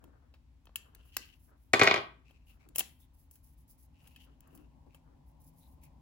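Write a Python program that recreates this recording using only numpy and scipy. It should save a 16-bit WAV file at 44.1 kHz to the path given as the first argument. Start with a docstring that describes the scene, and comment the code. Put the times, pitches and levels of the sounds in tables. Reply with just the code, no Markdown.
"""In a small room, metal tweezers pick at a roll of tape, then clatter onto a wooden table.
Fingernails pull a bit of tape off with a short rip, then turn the roll with soft rubs and ticks.
Contacts are fading sine waves plus bursts of noise; the rip, rubs and scrapes are showers of tiny slips.
Under it lie the rumble of the room, a faint hiss and a distant aircraft that slowly grows, all of
filtered noise."""
import sys
import numpy as np
from scipy import signal
from scipy.fft import rfft, irfft, next_fast_len
from scipy.io import wavfile

SR = 44100
rng = np.random.default_rng(int(sys.argv[2]) if len(sys.argv) > 2 else 0)


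def int16_out(signal):
    """Quantize to a 16-bit WAV file."""
    q = np.round(np.clip(np.atleast_2d(signal).T, -1, 1) * 32767)
    wavfile.write(sys.argv[1], SR, q.astype(np.int16))


N = 265041
TIME = np.arange(N) / SR  # seconds

# nails scraping along the paper edge, which rings higher or lower with the grip:
# start t/s, length t/s, level/dB, ring f/Hz
SCRAPES = [(0.93, 0.35, -73, 2870), (1.119, .26, -60.5, 2840), (2.245, 0.16, -71, 2576),
           (2.394, .07, -78.5, 2600), (2.466, 0.093, -67.5, 2750), (2.593, 0.077, -69, 2350),
           (2.99, .085, -78, 3457), (3.927, 0.46, -70.5, 2720), (4.186, 0.076, -66, 2960),
           (4.361, 0.42, -79.5, 2730), (4.89, 0.11, -74, 2500), (5.606, 0.081, -75, 3860),
           (5.815, 0.077, -71, 2370)]


def amp(db):
    """Turns decibels into a gain."""
    return np.exp(np.asarray(db) * np.log(10) / 20)


def evened(x):
    """Scales a sound to an rms (average strength) of 1."""
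    return x / np.sqrt(np.mean(x ** 2) + 1e-20)


def read(points, hz):
    """Reads a curve between its points, on a logarithmic frequency axis."""
    f, value = np.transpose(points)
    return np.interp(np.log(hz + 1), np.log(f + 1), value)


def level(rows):
    """Turns a dB curve over time into a gain at every sample."""
    return amp(np.interp(TIME, *np.transpose(rows)))


def freqs(x):
    """Lists the frequencies in the spectrum of x, in Hz."""
    return np.fft.rfftfreq(x.shape[-1], 1 / SR)


def coloured(x, points):
    """Makes each frequency louder or softer by a curve in dB."""
    size = next_fast_len(N + 4096)
    gain = amp(read(points, np.fft.rfftfreq(size, 1 / SR)))
    return irfft(rfft(x, size) * gain, size)[..., :N]


def panned(x, left_db):
    """Leans a stereo pair to the left by making left louder and right softer."""
    return x * amp([[left_db / 2], [-left_db / 2]])


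def add(mix, s, sound):
    """Mixes a sound in at time s, in seconds."""
    part = mix[:, max(round(s * SR), 0):][:, :sound.shape[1]]
    part += sound[:, :part.shape[1]]


def wander(low_hz, high_hz):
    """An irregular wave of rms 1: sines of random phase between two rates, the slow ones stronger."""
    t = TIME[::64]
    wave = 0
    for f in np.geomspace(low_hz, high_hz, 20):
        wave = wave + np.sin(2 * np.pi * (f * t + rng.random())) / np.sqrt(f)
    return np.interp(TIME, t, evened(wave))


def diffuse(size):
    """White noise from all sides: alike in both ports in the bass, unrelated in the treble."""
    # left-right likeness of diffuse sound: f/Hz, likeness (1 = identical)
    likeness = [(50, .96), (150, .85), (300, .55), (500, .35), (900, .15), (2000, 0), (16000, 0)]
    a, b = rng.standard_normal((2, size))
    same = np.clip(read(likeness, freqs(a)), -1, 1)
    right = irfft(same * rfft(a) + np.sqrt(1 - same ** 2) * rfft(b), size)
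    return np.array([a, right])


def air(points):
    """Steady diffuse noise of a given spectrum, at rms 1."""
    return evened(coloured(diffuse(N), points))


def grains(per_s, spread_db):
    """Tiny slips at random moments, a few much larger than the rest; each port hears them differently."""
    slips = rng.random(N) < per_s / SR
    size = amp(spread_db * np.minimum(rng.exponential(1, N), 4)) * slips
    return size * rng.standard_normal((2, N))


def resonate(x, hz, width_hz):
    """A resonance that follows the curve hz: shift it down to zero, smooth, shift back up."""
    turn = np.exp(2j * np.pi * np.cumsum(hz) / SR)
    r = np.exp(-np.pi * width_hz / SR)
    return 2 * (turn * signal.lfilter([1 - r], [1, -r], x / turn)).real


def stroke(start_s, length_s, db):
    """Gain of one finger stroke: it swells as the finger gathers speed, then fades as it slows to a stop."""
    skew, power = 0.7, 1.2  # a skew under 1 puts the peak early; a higher power narrows it
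    gain = np.zeros(N)
    moving = slice(*np.searchsorted(TIME, [start_s, start_s + length_s]))
    progress = (TIME[moving] - start_s) / length_s
    gain[moving] = amp(db) * np.abs(np.sin(np.pi * progress ** skew)) ** power
    return gain


def strokes(rows):
    """Gain of a whole table of strokes, trembling because a finger never presses evenly."""
    tremor_db = 2.5 * wander(low_hz=7.3, high_hz=43.5)
    return sum(stroke(*row[:3]) for row in rows) * amp(tremor_db)


def blow(modes, phase, band_db, contact_s, crack_db, scatter_db, scatter_t60, size=8192):
    """One contact: a noisy crack, the ringing modes of the body and scatter off things nearby."""
    crack_rise_s = 0.00073
    load_share = 0.02  # how far the spot that is struck detunes the modes
    # edges between thud, knock and clink: f/Hz
    band_edges = (1200, 5000)
    lead = size // 64  # samples before the contact
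    t = np.maximum(np.arange(size) - lead, 0) / SR
    # every spot that is struck weighs and loads the modes differently
    chance = rng.uniform(-1.1, 1, (len(modes), 2))
    ring = np.zeros(size)
    for k, ((hz, db, t60), (weight, load)) in enumerate(zip(modes, chance)):
        decay = amp(db + 2 * weight - 60 * t / t60)
        ring += (-1) ** k * decay * np.sin(2 * np.pi * hz * (1 + load_share * load) * t)
    ring = evened(ring * (1 - np.exp(-2 * t / contact_s)))
    crack_shape = np.exp(-t / contact_s) * (1 - np.exp(-t / crack_rise_s))
    crack = evened(rng.standard_normal(size) * crack_shape)
    scatter = evened(diffuse(size) * amp(-60 * t / scatter_t60) * (t > 0))
    hz = freqs(t)
    thin = hz / np.hypot(hz, 350)  # crack and scatter carry little bass
    direct = rfft(ring) + amp(crack_db) * rfft(crack) * thin
    # half the phase lead goes forward on the left, half backward on the right
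    spectrum = direct * np.exp(.5j * np.outer([1, -1], read(phase, hz)))
    spectrum += amp(scatter_db) * rfft(scatter) * thin
    spectrum *= hz ** 2 / (hz ** 2 + 70 ** 2)  # small bodies radiate no deep bass
    low, middle = (1 / (1 + (hz / edge) ** 8) for edge in band_edges)
    bands = [low, middle * (1 - low), 1 - middle]
    fade = signal.windows.tukey(size, 1 / 64) * (1 - (t / t[-1]) ** 4)
    fade *= np.sqrt(.01 * SR / size)  # band levels count as rms over 10 ms
    sound = sum(amp(db) * evened(irfft(spectrum * band)) for db, band in zip(band_db, bands))
    return lead / SR, fade * sound


def room(x, colour, build_up_s):
    """Echoes blurred into a diffuse tail that builds up, each band dying at its own speed."""
    # time for the echoes to fall by 60 dB: f/Hz, t60/s
    decay_times = [(100, 0.7), (400, 0.28), (1400, 0.38), (3000, 0.34), (7000, 0.22), (15000, 0.42)]
    hz, t, z = signal.stft(diffuse(SR), SR, nperseg=256)
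    tail = signal.istft(z * amp(-60 * t / read(decay_times, hz)[:, None]), SR, nperseg=256)[1]
    tail *= np.clip(np.arange(tail.shape[1]) / SR / build_up_s, 0, 1) ** 2
    echoes = signal.fftconvolve(x, tail / np.linalg.norm(tail[0]), axes=1)[:, :N]
    return coloured(echoes, colour)


def background():
    """Room rumble, a faint hiss and the aircraft, whose drone wavers on its way through the air."""
    # spectrum of the room rumble: f/Hz, relative level per Hz/dB
    rumble_colour = [(15, -24), (22, -18), (32, -15), (43, -1), (58, 5.5), (80, -1), (100, -10),
                     (125, -8.5), (155, -13.5), (200, -21), (255, -12.5), (310, -20), (420, -32),
                     (700, -34), (1050, -33.5), (1500, -53.5), (3000, -73.5)]
    # spectrum of the hiss: f/Hz, relative level per Hz/dB
    hiss_colour = [(400, -22.5), (1200, 3.5), (2500, 3.5), (8000, -7), (16000, -8)]
    # spectrum of the aircraft: f/Hz, relative level per Hz/dB
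    drone_colour = [(60, -7), (100, -1.5), (125, -2.5), (155, 6.5), (200, -11.5), (255, 1), (320, -12.5),
                    (400, -23.5), (550, -15), (700, -16.5), (860, -10.5), (1050, -15.5), (1300, -38),
                    (2000, -45)]
    # growth of the aircraft, before wavering and panning: t/s, level/dB
    growth = [(0, -75.5), (3.0, -72.5), (3.9, -67.5), (4.5, -64), (5.0, -62.5), (5.5, -62), (6.0, -60)]
    waver_db = wander(low_hz=.7, high_hz=7)
    aircraft = air(drone_colour) * level(growth) * amp(waver_db)
    rumble = amp(-58) * air(rumble_colour)
    return panned(rumble + aircraft, left_db=3) + amp(-80) * air(hiss_colour)


def swiping():
    """Skin fizzes over the smooth tape, also faintly beside each scraping nail."""
    # skin gliding over the smooth face of the tape: start t/s, length t/s, level/dB
    swipes = [(.97, 0.52, -69), (1.39, .14, -66), (1.56, 0.2, -74.5), (2.455, 0.13, -66.5),
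              (2.985, .085, -63.5), (3.13, 0.16, -66.5), (3.3, .13, -63.5), (3.425, .135, -62.5),
              (3.565, 0.094, -67.5), (3.675, 0.093, -59), (3.775, .1, -61), (3.98, .22, -67.5),
              (4.19, .085, -65), (4.49, 0.16, -68), (5.26, 0.067, -69.5), (5.395, 0.13, -61.5),
              (5.52, 0.28, -65.5), (5.81, 0.084, -64.5)]
    fizz = coloured(grains(per_s=9500, spread_db=1.5),
                    [(2500, -27.0), (5000, -6), (8000, -5.5), (11000, 5.0), (15500, 4)])
    return evened(fizz) * np.hypot(strokes(swipes), amp(-10) * strokes(SCRAPES))


def rubbing():
    """Fingers bump and rub the hollow core: showers of slips, dull for bumps and fuller for rubs."""
    # fingertips shifting their hold, a dull bump in the core: start t/s, length t/s, level/dB
    bumps = [(.02, 0.089, -59), (1.17, 0.07, -59.5), (2.65, .085, -61.5), (4.25, .12, -68.5),
             (4.48, 0.23, -60), (4.857, 0.047, -59.5), (5.06, 0.19, -69.5)]
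    # fingers rubbing round the hollow core: start t/s, length t/s, level/dB
    rubs = [(-.1, 0.51, -70), (.7, 0.49, -70), (1.475, 0.11, -66), (2.28, .1, -76.5), (2.48, 0.34, -73.5),
            (4.015, .11, -71), (4.24, .12, -71), (4.39, 0.32, -68), (5.03, 0.14, -72)]
    bump = coloured(grains(per_s=5100, spread_db=1.5),
                    [(100, -16.5), (280, 7.5), (400, -1.5), (520, -6), (750, -14), (2000, -40.5)])
    hollow = coloured(grains(per_s=3000, spread_db=1.5),
                      [(150, -13.0), (400, 4.0), (700, 1.0), (1400, 0.0), (1750, -4.5),
                       (2200, -19.0), (4000, -40.5)])
    return panned(evened(bump) * strokes(bumps) + evened(hollow) * strokes(rubs), left_db=5.5)


def scraping():
    """A nail sticks and slips on the paper edge; each grip sets the pitch of the rasp."""
    edge_width_hz, body_db = 640, -3.5
    slips = grains(per_s=2500, spread_db=3)
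    start_s, _, _, ring_hz = np.transpose(SCRAPES)
    # the latest scrape to have started sets the pitch
    grip_hz = ring_hz[np.maximum(np.searchsorted(start_s, TIME) - 1, 0)]
    edge = resonate(slips, grip_hz, edge_width_hz)
    edge = resonate(edge, grip_hz, edge_width_hz)
    body = coloured(slips, [(900, -21.5), (2000, 2.5), (4000, 1.5), (7500, -6.5), (10000, -16.0)])
    rasp = evened(edge) + amp(body_db) * evened(body)
    return panned(rasp * strokes(SCRAPES), left_db=5)


def ticks_and_snaps():
    """Tips and nails tick on the roll and glue snaps loose in the rip: short cracks that ring the core."""
    # tweezer tips and nails ticking on the roll; from 2.759 to 2.8072 s glue snapping loose as the
    # tape rips; levels before colour and panning:
    # t/s, thud level/dB, knock level/dB, clink level/dB, contact time t/s, crack over ring level/dB
    contacts = [(0.0405, -54.5, -62, -63, 0.0022, -1), (0.339, -61, -57, -74, 0.012, 8),
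                (0.655, -68, -66, -66, 0.0016, -3), (0.67, -57, -55.5, -87, 0.0037, 4.5),
                (0.692, -58.5, -70, -94, 0.0042, 22), (0.758, -55, -29, -35.5, 0.00069, -20.5),
                (0.9486, -90.5, -57.5, -54.5, 0.0031, 19), (1.1669, -39.5, -28.5, -29, 0.0025, 9.5),
                (2.308, -62.5, -61.5, -74.5, 0.0029, 2), (2.688, -83.5, -66, -61, 0.0023, 14),
                (2.759, -45, -36.5, -33, 0.0009, -8), (2.784, -46, -50, -26.5, 0.00062, 7),
                (2.7937, -69, -41, -26.5, 0.00046, -9), (2.8072, -40, -30, -46, 0.0017, -10.5),
                (3.3114, -72, -72, -55.5, 0.0043, -4), (3.3548, -87, -66, -59, 0.0066, 14),
                (4.072, -83.5, -58, -59, 0.0066, 9), (4.161, -80, -48, -62.5, 0.007, -4),
                (4.406, -77, -66, -60, 0.0014, 7), (4.4736, -72, -92, -66, 0.0027, -3),
                (4.5497, -61, -79, -59.5, 0.0047, 1), (4.575, -83.5, -64, -64.5, 0.0023, 3),
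                (4.864, -60.5, -79, -87, 0.0082, 9), (4.946, -57, -55, -60, 0.01, -4),
                (5.8344, -75.5, -66, -59, 0.011, 9)]
    # ringing modes of the cardboard core: f/Hz, relative level/dB, t60/s
    core_modes = [(530, -15.5, .015), (1210.4, -23.5, 0.01), (1760, -14.5, 0.016), (2650, -3.5, 0.021),
                  (3118, 3.5, 0.01), (7200, -4.5, 0.0077), (11300, -4, 0.0053), (15100, -6, 0.0034)]
    # how far the left port leads for sound from the roll: f/Hz, phase/rad
    core_phase = [(100, 0), (1000, .4), (2000, 1.4), (3500, 1.6), (7000, 1.6), (16000, 1.5)]
    # bright colour of these contacts: f/Hz, level/dB
    bright_colour = [(20, -3), (3500, -6), (5500, -4), (8000, -1.5), (11000, 2.5), (15000, 6)]
    out = np.zeros((2, N))
    for s, *band_db, contact_s, crack_db in contacts:
        lead, sound = blow(core_modes, core_phase, band_db, contact_s, crack_db,
                           scatter_db=-5, scatter_t60=.04)
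        add(out, s - lead, sound)
    return panned(coloured(out, bright_colour), left_db=2.5)


def rip():
    """Threads of glue snap in a quick run for as long as each pull lasts."""
    # the tape end lifts, then tears free: start t/s, length t/s, level/dB
    pulls = [(2.748, .016, -50.5), (2.7794, .028, -30.5)]
    # spectrum of the snapping threads: f/Hz, relative level per Hz/dB
    rip_colour = [(60, -25), (150, -10), (350, -12), (700, -5), (1400, -14), (2800, 0.5), (4500, -8),
                  (8000, -7), (11500, 0), (15300, -2), (16500, -11)]
    attack_s, release_s = .004, .002
    pull = np.zeros(N)
    for s, length_s, db in pulls:
        attack = np.clip((TIME - s) / attack_s, 0, 1)
        release = np.exp(-np.maximum(TIME - s - length_s, 0) / release_s)
        pull += amp(db) * attack * release
    snaps = evened(coloured(grains(per_s=9800, spread_db=2.5), rip_colour))
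    return panned(snaps * pull, left_db=3.0)


def prongs(start_s, stop_s, hz, ring_db, t60):
    """The free steel rings briefly after the first landing: one fading sine, alike in both ports."""
    t = np.arange(0, stop_s - start_s, 1 / SR)
    ring = amp(ring_db - 60 * t / t60) * np.sin(2 * np.pi * hz * t)
    ring *= signal.windows.tukey(len(t), .15)
    return start_s, np.array([ring, ring])


def tweezers():
    """The steel lands, drops flat and rocks to rest, chattering and ringing the table top."""
    # tweezers landing and rocking on the table, levels before colour and panning:
    # t/s, thud level/dB, knock level/dB, clink level/dB
    bounces = [(1.7332, -41.5, -32.5, -24.5), (1.7348, -18.5, -18, -36), (1.7388, -28, -26, -44),
               (1.7945, -26.5, -24, -30.5), (1.8136, -16.5, -15.5, -44), (1.8205, -22, -19.5, -44.5),
               (1.833, -35, -27, -26.5), (1.8435, -27.5, -28.5, -49), (1.8542, -34.5, -31, -54),
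               (1.8662, -32, -26.5, -45), (1.8734, -21.5, -16, -41), (1.8981, -32.5, -34, -60.5),
               (1.9105, -25.5, -20, -47.5), (1.9408, -27, -24, -40), (1.9598, -34.5, -30, -48.5),
               (1.977, -33.5, -35, -62)]
    # ringing modes of the table top with the steel on it: f/Hz, relative level/dB, t60/s
    table_modes = [(109, -15.5, 0.1), (176, -20.5, 0.087), (241, -17, 0.093), (331, -10, 0.088),
                   (403, -6.5, 0.071), (510, -12, .06), (641, -4.5, 0.054), (781, -9.5, 0.058),
                   (1080, 1.5, 0.009), (1153, 0, 0.038), (1322, -3, .03), (1530, -3.5, .045),
                   (1680, -7.5, .04), (1902, 3, 0.047), (2003, 7.5, 0.018), (2200, 0, 0.065),
                   (2421, 3.5, 0.033), (2890, -9, 0.047), (3130, -8.5, 0.016), (3731, -9.5, 0.019),
                   (4190, -15, .04), (4860, -9.5, 0.053), (6020, -12, 0.024), (6750, -7.5, 0.046)]
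    # how far the left port leads for sound from the table: f/Hz, phase/rad
    table_phase = [(100, 0), (500, -.2), (750, .6), (1100, 2.4), (1600, 1.2), (2200, .9), (3400, 1.7),
                   (16000, 1.5)]
    # wood soaks up the top of each clink: f/Hz, level/dB
    steel_colour = [(20, 0), (7000, 1.5), (9000, -4.5), (12000, -8), (15000, -18.5)]
    chatter_count, chatter_s, chatter_db = 2, 0.012, -11.5
    out = np.zeros((2, N))
    for s, *band_db in bounces:
        lead, sound = blow(table_modes, table_phase, band_db, contact_s=.0014, crack_db=-3,
                           scatter_db=-3, scatter_t60=.05)
        add(out, s - lead, sound)
        # the prongs buzz against the wood just after each bounce
        lead, sound = blow(table_modes, table_phase, band_db, contact_s=.0008, crack_db=3,
                           scatter_db=-3, scatter_t60=.03)
        for delay_s in chatter_s * rng.uniform(.2, 1, chatter_count):
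            add(out, s + delay_s - lead, amp(chatter_db) * sound)
    add(out, *prongs(1.736, 1.797, hz=3460, ring_db=-36, t60=.4))
    return panned(coloured(out, steel_colour), left_db=2.0)


def scene():
    """Hands close to the microphone; the table drives the room harder."""
    hands = ticks_and_snaps() + rip() + rubbing() + scraping() + swiping()
    table = tweezers()
    hands_tail = room(hands, [(200, -4.5), (1000, -14), (2000, -10.5), (2900, -15), (4200, -7.5),
                              (7500, -8.5), (15000, -28)], build_up_s=.012)
    table_tail = room(table, [(150, -10.0), (400, -8.5), (1000, -2), (2200, -12.5), (3400, -3),
                              (5500, -8), (12000, -8.5)], build_up_s=0.014)
    return hands + hands_tail + table + table_tail + background()


def record(dry):
    """The colour of the microphone ports, then a filter that removes the highest treble."""
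    # colour of the microphone ports: f/Hz, level/dB
    port_colour = [(20, -3.5), (8300, -2.5), (9250, -12.5), (10100, -0.5), (12300, -3.5), (13300, -16.5),
                   (14200, -4.5), (15700, -1), (16500, -10.5)]
    edge_hz = 16400
    low_pass = signal.firwin(511, edge_hz, window=("kaiser", 9), fs=SR)
    return signal.oaconvolve(coloured(dry, port_colour), low_pass[None], "same")


dry = scene()
out = record(dry)
int16_out(out)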